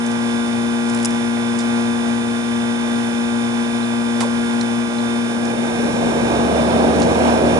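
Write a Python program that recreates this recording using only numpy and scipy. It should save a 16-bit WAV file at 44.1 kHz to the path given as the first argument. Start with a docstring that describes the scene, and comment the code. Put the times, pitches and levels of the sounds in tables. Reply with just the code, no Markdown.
"""A close, steady buzz from an outdoor air-conditioning condenser: compressor tones beat against mains hum
over a hiss of refrigerant. A screwdriver clinks on gravel as it is picked up, then scrapes and pings
on a terminal of the contactor. The contactor clacks shut and the fan spins up to a steady rush.
The buzz changes colour as the worker leans over the unit."""
import sys
import numpy as np
from scipy import signal
from scipy.fft import rfft, irfft, next_fast_len
from scipy.io import wavfile
from scipy.ndimage import map_coordinates

SR = 44100
rng = np.random.default_rng(int(sys.argv[2]) if len(sys.argv) > 2 else 0)


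def store_pcm(level_fs):
    """Save levels as 16-bit WAV."""
    pcm = np.round(np.clip(level_fs, -1, 1) * 32767).astype(np.int16)
    wavfile.write(sys.argv[1], SR, np.atleast_2d(pcm).T)


N = 334719

MAINS_HZ, SHAFT_HZ, TOP_HZ = 60, 58.78, 11030
BEAT_DIP_S = 5.31  # hum and low compressor tones in antiphase

# Base envelope of the weak harmonics: f/Hz, level/dB
BUZZ_ENVELOPE = [(60, -58), (180, -62), (650, -50.5), (1200, -60.5), (1600, -56.5), (2100, -58.5),
                 (2350, -50), (2850, -59.5), (3200, -49), (3450, -66.5), (3900, -60), (4650, -68.5),
                 (5150, -55), (5700, -62.5), (7200, -63), (8000, -67), (9600, -62.5), (11000, -66.5)]
# Prominent harmonics: shaft order, base level/dB
STRONG_TONES = [(2, -39), (4, -20), (5, -46), (6, -35), (8, -34), (12, -43), (14, -39), (15, -39),
                (17, -40.5), (18, -41), (20, -39), (24, -40.5), (26, -42), (27, -43), (28, -42), (33, -45),
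                (37, -45), (41, -46), (43, -45), (60, -43.5), (61, -43), (96, -59)]
# The leaning body alters the sound paths: shaft order, level change/dB
LEAN_CHANGES = [(4, -2), (8, 3), (18, -4), (20, -2), (24, -5), (27, 4), (28, 2), (33, -7), (41, 6),
                (60, -12), (61, 1.5), (96, 13)]
# Balance of the harmonics: f/Hz, left minus right/dB
TONE_PAN = [(120, 7.5), (235, 5), (350, 2), (650, -7), (1050, -5), (1420, -27), (2150, -11), (2450, -2.5),
            (3200, -7), (3700, -5.5), (10000, -1.5)]


def compressor(turns, even_lift_db=8.5, even_below_hz=1800, waver=0.27, lean_mid_s=5.47, lean_span_s=0.81):
    """Each shaft turn repeats one buzzing cycle; its harmonics waver, and shift as the worker leans in."""
    frames, cycle_size = 48, 4096
    orders = np.arange(1, int(TOP_HZ / SHAFT_HZ) + 1)
    hz = orders * SHAFT_HZ
    # two strokes a turn lift the low even orders
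    low_even = (orders % 2 == 0) / (1 + (hz / even_below_hz) ** 6)
    upright_db = log_interp(BUZZ_ENVELOPE, hz) + even_lift_db * low_even
    upright_db += rng.normal(0, 3.5, len(hz))
    shift_db = rng.normal(0, 3.0, len(hz))
    pan_db = log_interp(TONE_PAN, hz) + rng.normal(0, 1.0, len(hz))
    for order, db in STRONG_TONES:
        upright_db[order - 1] = db + 0.07
        shift_db[order - 1] = 0
        pan_db[order - 1] = log_interp(TONE_PAN, order * SHAFT_HZ)
    for order, db in LEAN_CHANGES:
        shift_db[order - 1] = db
    frame_s = np.linspace(0, N / SR, frames)[:, None]
    lean = np.clip(.5 + (frame_s - lean_mid_s) / lean_span_s, 0, 1)
    # the lowest tones push in step with the shaft; casing resonances scramble the rest
    phase = rng.uniform(0, 2 * np.pi, len(hz)) * (orders > 4)
    drift = rng.standard_normal((frames, len(hz))) + 1j * rng.standard_normal((frames, len(hz)))
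    sway_db = rng.normal(0, 0.52, (frames, 1))
    level = amp(upright_db + lean * shift_db + sway_db)
    tones = level * np.exp(1j * phase) * (1 + waver * hz / (hz + 1500) * drift)
    spectra = np.pad(tones * stereo_gains(hz, pan_db)[:, None], ((0, 0), (0, 0), (1, 0)))
    # one cycle per frame, read by shaft angle
    cycles = irfft(spectra, cycle_size) * cycle_size / np.sqrt(2)
    position = [np.linspace(0, frames - 1, N), turns % 1 * cycle_size]
    return np.array([map_coordinates(channel, position, order=1, mode="grid-wrap") for channel in cycles])


def mains_hum(speed, core_db=-48, idle_db=-47, fan_motor_db=-35, sheet_db=-45):
    """Magnetic hum at even mains multiples; the slipping compressor beats against it."""
    t = clock() - BEAT_DIP_S

    def tone(order, pan_db):
        hz = order * MAINS_HZ
        return -np.sqrt(2) * np.real(stereo_gains(hz, pan_db)[:, None] * np.exp(2j * np.pi * hz * t))

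    core = amp(core_db) * tone(2, pan_db=6)
    motors = (amp(idle_db) + amp(fan_motor_db) * np.sqrt(speed)) * tone(4, pan_db=6)
    sheet = amp(sheet_db) * tone(10, pan_db=-3)
    return core + motors + sheet


def fan_speed(start_s=4.22, run_up_s=2.3, bend=1.25, knee=12):
    """Fraction of full speed: the motor pulls the fan up almost evenly, then levels off sharply."""
    ramp = (np.maximum(clock() - start_s, 0) / run_up_s) ** bend
    return ramp / (1 + ramp ** knee) ** (1 / knee)


# Air rush at full speed: f/Hz, density/(dB per Hz)
AIR_SPECTRUM = [(20, -72), (55, -65), (120, -54.5), (180, -45), (300, -45), (450, -45.5), (620, -44),
                (800, -48), (1100, -55.5), (1600, -65), (2500, -66.5), (4000, -74), (7000, -82),
                (11000, -82.5)]
# Blade tones at full speed, before the grille: blade-pass order, level/dB
BLADE_TONES = [(1, -30), (2, -37), (5, -52)]


def fan(speed, full_blade_hz=80.3, eddy_split_hz=520, grille_hz=58):
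    """Air rush and blade tones, both growing steeply with fan speed."""
    air = casing_noise(lambda hz: log_interp(AIR_SPECTRUM, hz))
    # large and small eddies swell independently
    large = filtered(air, lambda hz: 1 / (1 + (hz / eddy_split_hz) ** 8))
    small = air - large
    rush = large * amp(wobble(11)) + small * amp(wobble(11))
    angle = 2 * np.pi * np.cumsum(full_blade_hz * speed) / SR
    tones = sum(np.cos(order * angle + .1 * order * wobble(7)) * amp(db + 0.85 * wobble(4.3))
                for order, db in BLADE_TONES)

    def grille(hz):
        """Long waves radiate poorly."""
        highpass = hz ** 4 / np.sqrt(hz ** 8 + grille_hz ** 8)
        return stereo_gains(hz, log_interp(CASING_PAN, hz)) * highpass

    return rush * speed ** 1.88 + filtered(np.sqrt(2) * tones * speed ** 4.2, grille)


# Closing blow and rattle: t/s, level/dB, f/Hz, width/octaves, t60/s
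CONTACTOR_HITS = [(4.2044, -22.5, 6000, 1, .14), (4.207, -21.5, 1400, .96, 0.081),
                  (4.207, -24, 620, 0.28, .14), (4.208, -24, 1040, .12, 0.11),
                  (4.228, -23, 1020, .12, 0.071), (4.231, -23.5, 820, .25, .06), (4.25, -27, 510, .2, 0.25)]


def contactor():
    """The contactor snaps shut and rattles its housing."""
    return knocks(CONTACTOR_HITS, pan_db=-6.5, spread=0.96)


# Knocks on stones: t/s, drive level/dB, t60/s
GRAVEL_HITS = [(0.8967, -28, 0.028), (0.946, -26, .025), (1.028, -28, 0.023), (1.0477, -11.5, 0.012),
               (1.055, -14.5, 0.02), (1.057, -30, 0.0091), (1.106, -34, .02), (1.147, -36, 0.018)]
# Resonances of the steel shaft: f/Hz, width/Hz, relative level/dB
STEEL_MODES = [(5200, 170, 6), (7250, 390, 1.5), (8040, 1000, -5), (9940, 400, -0.5)]


def screwdriver(ring_db=11, stone_db=2, stone_low_hz=1200, stone_high_hz=2500):
    """Gritty knocks crack on the stones and ring the steel shaft as the tool is picked up."""
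    def response(f):
        steel = sum((-1) ** k * amp(db) * 1j * f * width / (hz ** 2 - f ** 2 + 1j * f * width)
                    for k, (hz, width, db) in enumerate(STEEL_MODES))
        stone = 1j * f / (1j * f + stone_low_hz) / (1 + 1j * f / stone_high_hz)
        return amp(ring_db) * steel + amp(stone_db) * stone

    blows = sum(amp(db) * strike_envelope(start_s, t60_s) for start_s, db, t60_s in GRAVEL_HITS)
    grit = rng.standard_normal(N) + 0.46 * rng.standard_normal((2, N))
    return filtered(grit * blows, response) * pan(-1.0)


# Wire and blade scrapes: t/s, level/dB, f/Hz, t60/s
SCRAPES = [(.0639, -31, 6300, .03), (.1147, -33, 6300, .03), (1.37, -30, 1500, 0.052),
           (1.5884, -27, 6100, .05), (1.604, -32, 5200, .09), (4.61, -25, 5600, 0.031),
           (5.4526, -32, 6500, .038), (7.0, -27.5, 8000, .03), (7.018, -25, 4640, .06),
           (7.029, -32, 6000, .07)]
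# Blade slips in the screw: t/s, level/dB
BLADE_SLIPS = [(3.8288, -34), (4.609, -33), (4.985, -37)]


def terminal_work(scrape_octaves=0.49, ring_hz=4100, ring_octaves=0.067, ring_t60_s=0.055):
    """Blade and wires scrape in broad bands; each slip rings the terminal in a narrow one."""
    scrapes = [(start_s, db, hz, scrape_octaves, t60_s) for start_s, db, hz, t60_s in SCRAPES]
    rings = [(start_s, db, ring_hz, ring_octaves, ring_t60_s) for start_s, db in BLADE_SLIPS]
    return knocks(scrapes + rings, pan_db=-8.5, spread=0.15)


def handling(grains_per_s=70, rest_db=-58, grab_db=-41.5, grab_s=0.96, grab_width_s=0.09):
    """Sleeve and fingers crackle, loudest as the hand closes on the gravel."""
    grains = (rng.random(N) < grains_per_s / SR) * rng.lognormal(0, .5, N)
    decay = np.exp(-np.arange(SR // 100) / (0.001 * SR))
    grit = unit_rms(signal.fftconvolve(grains, decay)[:N]) * rng.standard_normal((2, N))
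    crackle = unit_band(grit + grit.mean(0), hz=3600, octaves=2.4)
    grab = bell(clock() - grab_s, grab_width_s)
    return crackle * (amp(rest_db) + amp(grab_db) * grab)


# Base spectrum of flow and casing noise: f/Hz, density/(dB per Hz)
HISS_SPECTRUM = [(25, -100), (60, -69), (120, -62.5), (280, -63), (420, -65.5), (620, -62.5), (1000, -64),
                 (1250, -69.5), (1800, -69), (2400, -71.5), (2900, -73), (4400, -80), (5200, -78.5),
                 (6500, -81), (10000, -83)]
# Peaks and notches of casing and pipes: f/Hz, width/Hz, gain/dB
PIPE_RESONANCES = [(228, 19, 7.5), (1520, 120, 3.5), (5100, 130, 3.5), (2380, 31, 9.5), (3260, 38, -6),
                   (3594, 51, 12), (3900, 83, -10.5), (7400, 470, -2.5), (9760, 160, 7)]


def refrigerant(turns, pulse_depth=0.13):
    """Gas hisses in time with the compressor strokes, coloured by casing and pipes."""
    def density_db(f):
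        pipes_db = sum(db * bell(f - hz, width) for hz, width, db in PIPE_RESONANCES)
        return log_interp(HISS_SPECTRUM, f) + pipes_db

    strokes = 1 + pulse_depth * np.cos(2 * np.pi * 2 * turns)
    return casing_noise(density_db) * strokes * amp(.6 * wobble(5.5))


# Balance of fan and hiss: f/Hz, left minus right/dB
CASING_PAN = [(60, 5), (110, 6.5), (190, 7.5), (350, 0.5), (620, -5), (1110, -7), (1980, -8), (3550, -9),
              (6370, -9.5), (11400, 3.5)]
# Likeness of left and right noise: f/Hz, coherence
COHERENCE = [(30, 0.89), (120, 1), (300, 0.46), (700, 0.93), (2000, .75), (5000, 0.14), (10000, 0.68)]


def casing_noise(density_db):
    """Partly coherent stereo noise from the unit, shaped by density_db(hz)."""
    def mid_side_gains(hz):
        angle = np.arccos(np.clip(log_interp(COHERENCE, hz), 0, 1)) / 2
        return amp(density_db(hz)) * [np.cos(angle), np.sin(angle)]

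    white = rng.standard_normal((2, N)) * np.sqrt(SR / 2)
    mid, side = filtered(white, mid_side_gains)
    left_right = np.array([mid + side, mid - side])
    return filtered(left_right, lambda hz: stereo_gains(hz, log_interp(CASING_PAN, hz)))


# Phase between the channels: f/Hz, left lead/rad
PHASE_LEAD = [(20, 1.5), (120, 0.4), (235, 0.74), (470, -1.22), (700, -1.28), (950, -2), (1200, -2),
              (1550, -1.5), (2000, -3), (2500, -2.5), (3500, -4.5), (4300, -4.5), (7400, -5), (11000, -5.5)]


def stereo_gains(hz, pan_db):
    """Complex left and right gains from the unit, at constant power."""
    left = amp(pan_db / 2) * np.exp(.5j * log_interp(PHASE_LEAD, hz))
    return np.array([left, 1 / left]) / np.sqrt((abs(left) ** 2 + abs(left) ** -2) / 2)


def knocks(rows, pan_db, spread, rise_s=0.00014, size=16384):
    """Short contacts, each a decaying band of noise."""
    out = np.zeros((2, N + size))
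    t = np.arange(size) / SR
    for start_s, db, hz, octaves, t60_s in rows:
        noise = rng.standard_normal(size) + spread * rng.standard_normal((2, size))
        envelope = amp(db - 60 * t / t60_s) * (1 - np.exp(-t / rise_s))
        start = round(start_s * SR)
        out[:, start:start + size] += unit_band(noise, hz, octaves) * envelope
    return out[:, :N] * pan(pan_db)


def strike_envelope(start_s, t60_s, rise_s=0.00022):
    """Fast rise, exponential fall."""
    age = np.maximum(clock() - start_s, 0)
    fall = amp(-60 * np.minimum(age / t60_s, 2)) * (age < 2 * t60_s)
    return (1 - np.exp(-age / rise_s)) * fall


def filtered(x, response):
    """Apply a complex response(hz) by FFT."""
    size = x.shape[-1]
    padded = next_fast_len(size + 8192)
    return irfft(rfft(x, padded) * response(np.fft.rfftfreq(padded, 1 / SR)), padded)[..., :size]


def unit_band(x, hz, octaves):
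    """Gaussian band-pass in log frequency, scaled to rms 1."""
    return unit_rms(filtered(x, lambda f: bell(np.log2((f + 1) / hz), octaves)))


def wobble(knots_per_s):
    """Smooth random curve."""
    knots = rng.standard_normal(int(N * knots_per_s / SR) + 4)
    return map_coordinates(knots, [clock() * knots_per_s])


def log_interp(points, hz):
    """Read (f/Hz, value) points on a log axis."""
    point_hz, values = np.transpose(points)
    return np.interp(np.log(hz + 1), np.log(point_hz + 1), values)


def bell(offset, width):
    return np.exp(-.5 * (offset / width) ** 2)


def pan(left_minus_right_db):
    return amp([[left_minus_right_db / 2], [-left_minus_right_db / 2]])


def amp(db):
    return 10 ** (np.asarray(db) / 20)


def unit_rms(x):
    return x / np.sqrt(np.mean(x ** 2) + 1e-20)


def clock():
    return np.arange(N) / SR


def scene(throb_db=0.31, fan_throb_db=0.7):
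    """The running unit, its starting fan and the tool work in front of it."""
    turns = SHAFT_HZ * (clock() - BEAT_DIP_S) + 0.0022 * wobble(2.06)
    speed = fan_speed()
    # the buzz throbs more once air streams through the casing
    throb = amp((throb_db + fan_throb_db * speed) * wobble(16))
    machine = throb * compressor(turns) + mains_hum(speed) + refrigerant(turns) + fan(speed)
    work = screwdriver() + handling() + terminal_work() + contactor()
    return machine + work


def record(dry):
    """Steep low-pass at TOP_HZ."""
    return filtered(dry, lambda hz: 1 / np.sqrt(1 + (hz / TOP_HZ) ** 400))


dry = scene()
out = record(dry)
store_pcm(out)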